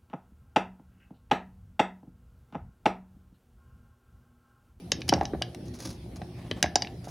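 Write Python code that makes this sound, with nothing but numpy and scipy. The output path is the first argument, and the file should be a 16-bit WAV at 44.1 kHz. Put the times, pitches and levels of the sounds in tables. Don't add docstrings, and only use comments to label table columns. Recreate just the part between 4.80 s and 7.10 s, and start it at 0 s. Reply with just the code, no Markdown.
import sys
import numpy as np
from scipy import signal
from scipy.fft import rfft, irfft
from scipy.io import wavfile
from scipy.ndimage import uniform_filter1d

SR = 44100
rng = np.random.default_rng(int(sys.argv[2]) if len(sys.argv) > 2 else 0)


def wav_record(signal):
    frames = np.transpose(np.atleast_2d(signal))
    bounded = np.clip(frames, -1, 1)
    quanta = np.round(bounded * 32767).astype(np.int16)
    wavfile.write(sys.argv[1], SR, quanta)


N = 101429

# start_s, peak_db, low_ring_hz, low_ring_db, high_ring_hz, bright_modes_db, top_modes_db
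STONE_CLACKS = [(0.118, -6.5, 2740, 9, 6470, -4, -22.5), (0.2174, -23, 2420, 2.5, 4760, -15, -49),
                (0.29, -13.5, 3030, 12.5, 6200, -5, -9), (0.293, -11, 3070, 14, 6220, -4, -10),
                (0.3255, -18.5, 1546, 24.5, 5370, -12, -25), (0.3374, -11, 2740, -5, 5410, -5, -25),
                (0.4104, -28.5, 1860, 18.5, 3900, -12, -41), (0.4535, -20, 1790, 5, 5470, -8.5, -46),
                (0.6207, -15.5, 2970, 13.5, 5040, -9.5, -22), (0.7469, -32, 1870, 1, 5430, -13, -9.5),
                (1.4174, -35.5, 1790, 14, 5260, -17, -43), (1.712, -17, 3050, 12.5, 4900, -22, -28),
                (1.8268, -3.5, 1690, 12.5, 7090, -7, -11.5), (1.8397, -19, 2040, 20, 7000, -26, -30),
                (1.86, -26, 1670, 23, 5340, -24, -20), (1.956, -5, 2100, -6, 4630, -0.5, -22),
                (1.957, -7.5, 2820, 6, 7100, 1, -14), (2.0209, -14, 2860, 4, 4800, -7, -46),
                (2.047, -28, 2200, 18, 5130, -36, -54), (2.071, -28.5, 2650, 8, 5160, -32, -49)]
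# start_s, body_peak_db, air_pitch_hz, table_thump_db
RUBBER_THUDS = [(0.121, -23.5, 450, -25.5), (0.291, -27, 750, -21), (0.323, -17, 960, -23.5),
                (0.326, -7, 759, -22), (0.333, -17.5, 560, -33), (0.344, -21, 620, -18),
                (0.366, -23.5, 600, -32), (0.379, -24.5, 745, -25), (0.411, -14, 785, -64),
                (0.427, -20.5, 744, -30.5), (0.535, -19, 397, -27), (0.548, -26.5, 635, -23),
                (0.616, -24, 722, -48), (0.746, -36, 730, -51), (1.416, -28.5, 730, -30),
                (1.713, -20.5, 478, -26), (1.827, -21, 720, -20.5), (1.842, -14, 656, -56),
                (1.859, -33, 825, -29), (1.957, -11.5, 781, -33), (2.023, -26, 790, -48),
                (2.272, -30.5, 730, -51)]
# nominal_hz, width_hz, relative_db
STONE_MODES = [(1200, 810, -8.5), (1714, 95, 6), (2244, 1000, 1), (2974, 1020, -1), (3877, 370, 5),
               (4570, 365, 7.5), (5250, 820, 12.5), (6060, 650, 9.5), (6930, 130, -3), (9360, 3000, 3.5),
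               (11700, 4500, -27)]
# nominal_hz, nominal_db, t60_s
BARREL_MODES = [(455, -22.5, 0.045), (1168, -13.5, 0.014), (1728, -17, 0.1)]
# frequency_hz, t60_s
ROOM_DECAY = [(100, 0.26), (700, 0.48), (2000, 0.25), (5000, 0.23), (8000, 0.054)]
# start_s, length_s, level_db
CLICKS_AND_RUSTLES = [(.206, .008, -45), (.28, 0.013, -34.5), (.433, 0.0056, -43), (.855, 0.032, -55),
                      (.88, 0.018, -52.5), (.937, 0.057, -48.5), (.987, 0.024, -47), (1.0, 0.19, -44.5),
                      (1.051, 0.012, -38.5), (1.358, 0.027, -46.5), (2.24, 0.04, -50), (2.28, 0.12, -48.5)]
# frequency_hz, density_db (per Hz)
RUSTLE_SPECTRUM = [(500, 3), (1500, -8.5), (3000, -11), (5200, -3.5), (6500, -3.5), (7800, -18.5),
                   (10500, -9), (13000, -24.5), (16000, -23)]
# start_s, length_s, level_db
SCUFF_STROKES = [(.33, 0.19, -51), (1.56, 0.3, -56), (1.76, 0.075, -49.5), (1.98, 0.16, -55.5)]
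# frequency_hz, width_hz, relative_db
SCUFF_RESONANCES = [(700, 400, 0), (1730, 70, -10)]
# frequency_hz, width_hz, level_db
HUM_BANDS = [(118.05, 13.4, -47), (172.9, 21, -51), (355.7, 14.3, -55.5)]
# frequency_hz, likeness (1 = identical)
CHANNEL_LIKENESS = [(60, 1), (300, 1), (1000, 0.44), (4000, 0.31), (12000, 0.22)]
# frequency_hz, density_db (per Hz)
AIR_SPECTRUM = [(30, -34), (55, 5), (120, -4), (250, -3), (450, -14), (750, -17.5), (1050, -30),
                (5500, -33.5), (7500, -48), (9500, -36), (13000, -46.5), (16500, -50)]

GRIND_S, GRIT_DB, STONE_SPREAD = 0.00125, -14.0, 0.015
BRIGHT_HZ, TOP_HZ = 4300, 8000
TONE_DB, TONE_WIDTH_HZ = 14, 222
PUSH_S, AIR_SWELL_S, KNOCK_DB, KNOCK_T60_S = 0.00016, 0.0012, 1.5, 0.042
THUMP_EXCESS_HZ, THUMP_END_HZ, THUMP_FALL_S, THUMP_T60_S = 386.7, 74.7, 0.00744, 0.14
GRAINS_PER_S, GRAIN_SPREAD_DB = 400, 4.5
ROOM_DB, NEAR_DB, NEAR_T60_S, SIDE_DB = -16.5, -14.5, 0.028, -13
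AIR_DB = -43
EDGE_HZ = 16500


def clack(s, peak_db, low_hz, low_db, high_hz, bright_db, top_db):
    t = np.arange(2048) / SR
    grit_swell = t / GRIND_S * np.exp(1 - t / GRIND_S)
    blow = gain_of(GRIT_DB) * rng.standard_normal(len(t)) * grit_swell
    blow[round(GRIND_S * SR / 2)] += 4
    pair_rings = [(low_hz, low_db), (high_hz, TONE_DB + bright_db)]
    out = sum(gain_of(db) * resonate_twice(blow, hz, TONE_WIDTH_HZ) for hz, db in pair_rings)
    for k, (hz, width_hz, db) in enumerate(STONE_MODES):
        group_db = 0 if hz < BRIGHT_HZ else bright_db if hz < TOP_HZ else top_db
        shifted_hz = hz * (1 + STONE_SPREAD * rng.standard_normal())
        sign = (-1) ** k
        out = out + sign * gain_of(db + group_db) * resonate_twice(blow, shifted_hz, width_hz)
    return s, gain_of(peak_db) * out / abs(out).max()


def thud(s, peak_db, air_hz, table_db):
    t = np.arange(9000) / SR
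    push = t[:300] / PUSH_S * np.exp(-t[:300] / PUSH_S)
    knock = gain_of(KNOCK_DB - 60 * t / KNOCK_T60_S) * rng.standard_normal(len(t))
    air_swell = t / AIR_SWELL_S * np.exp(1 - t / AIR_SWELL_S)
    air = air_swell * np.sin(2 * np.pi * air_hz * t)
    body = np.convolve(air + ring(BARREL_MODES, t) + knock, push)[:len(t)]
    body = resonate(body, 624, 1210)
    thump_hz = THUMP_END_HZ + THUMP_EXCESS_HZ * np.exp(-t / THUMP_FALL_S)
    thump_hz = thump_hz * rng.uniform(0.854, 1.212)
    onset = np.minimum(t / 0.012, 1)
    thump = np.sin(2 * np.pi * np.cumsum(thump_hz) / SR) * gain_of(-60 * t / THUMP_T60_S) * onset
    return s, gain_of(peak_db) * body / abs(body).max() + gain_of(table_db) * thump


def ring(modes, t):
    luck = rng.standard_normal((len(modes), 2))
    out = 0
    for (hz, db, t60), (strength, detune) in zip(modes, luck):
        decay = gain_of(db + 2 * strength - 60 * t / t60)
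        out = out + decay * np.sin(2 * np.pi * hz * (1 + detune / 50) * t)
    return out


def clicks_and_rustle():
    size = gain_of(GRAIN_SPREAD_DB * np.minimum(rng.exponential(1, N), 5))
    strikes = size * (rng.random(N) < GRAINS_PER_S / SR)
    grains = evened(signal.lfilter([1], [1, -.99], strikes)) + 1
    hz = np.fft.rfftfreq(N, 1 / SR)
    spectrum = rfft(grains * rng.standard_normal(N)) * gain_of(read(RUSTLE_SPECTRUM, hz))
    return level(CLICKS_AND_RUSTLES) * evened(irfft(spectrum, N))


def scuff():
    lumps = gain_of(2.5 * evened(uniform_filter1d(rng.standard_normal(N), 500)))
    friction = lumps * rng.standard_normal(N)
    rings = sum(gain_of(db) * evened(resonate(friction, hz, width_hz))
                for hz, width_hz, db in SCUFF_RESONANCES)
    return level(SCUFF_STROKES) * evened(rings)


def room(x):
    length = SR // 2
    taps = np.zeros((2, length))
    slots = np.arange(60, length - 20, 20)
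    places = slots + rng.integers(0, 20, (2, len(slots)))
    np.put_along_axis(taps, places, rng.choice([-1., 1.], (2, len(slots))), 1)
    near = taps * gain_of(-60 * np.arange(length) / SR / NEAR_T60_S)
    hz, t, z = signal.stft(taps, SR, nperseg=256)
    decay = gain_of(-60 * t / read(ROOM_DECAY, hz)[:, None])
    far = signal.istft(z * decay, SR, nperseg=256)[1][:, :length]
    tail = gain_of(ROOM_DB) * far / np.linalg.norm(far[0])
    tail = tail + gain_of(NEAR_DB) * near / np.linalg.norm(near[0])
    tail = tail[0] + gain_of(SIDE_DB) * tail[1] * [[1], [-1]]
    return signal.fftconvolve(x[None], tail, axes=1)[:, :N]


def floor():
    frames, hz = N // 512 + 5, np.fft.rfftfreq(2048, 1 / SR)
    a, b, c, d, patches = rng.standard_normal((frames, 1025, 5)).T
    patches = evened(uniform_filter1d(uniform_filter1d(patches, 20, 0), 6, 1))
    same = np.clip(read(CHANNEL_LIKENESS, hz), -1, 1)[:, None]
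    left = a + 1j * b
    right = same * left + np.sqrt(1 - same ** 2) * (c + 1j * d)
    z = np.array([left, right]) * gain_of(read(AIR_SPECTRUM, hz)[:, None] + 3.3 * patches)
    air = signal.istft(z, nperseg=2048, noverlap=1536)[1][:, :N]
    air = gain_of(AIR_DB) * evened(air)
    noise = rng.standard_normal(N)
    hum = sum(gain_of(db) * evened(resonate(resonate(noise, f, width_hz), f, width_hz))
              for f, width_hz, db in HUM_BANDS)
    return air + hum


def gain_of(db):
    return 10 ** (np.asarray(db) / 20)


def evened(x):
    return x / np.sqrt(np.mean(x ** 2) + 1e-20)


def read(points, hz):
    f, value = np.transpose(points)
    return np.interp(np.log(hz + 1), np.log(f + 1), value)


def level(events):
    out = np.zeros(N)
    for s, length, db in events:
        u = np.arange(0, 1, 1 / (length * SR))
        add(out, s, gain_of(db) * np.sin(np.pi * u ** 0.36))
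    return out


def add(mix, s, sound):
    part = mix[round(s * SR):][:len(sound)]
    part += sound[:len(part)]


def resonate(x, hz, width_hz):
    return signal.lfilter(*signal.iirpeak(hz, hz / width_hz, SR), x)


def resonate_twice(x, hz, width_hz):
    return resonate(resonate(x, hz, width_hz), hz, 3 * width_hz)


def scene():
    near = clicks_and_rustle() + scuff()
    for row in STONE_CLACKS:
        add(near, *clack(*row))
    for row in RUBBER_THUDS:
        add(near, *thud(*row))
    return near + room(near) + floor()


def record(dry):
    thin = signal.sosfilt(signal.butter(3, 45, "high", fs=SR, output="sos"), dry)
    lowpass = signal.firwin(511, EDGE_HZ, window=("kaiser", 9), fs=SR)
    return signal.oaconvolve(thin, lowpass[None], "same")


dry = scene()
out = record(dry)
wav_record(out)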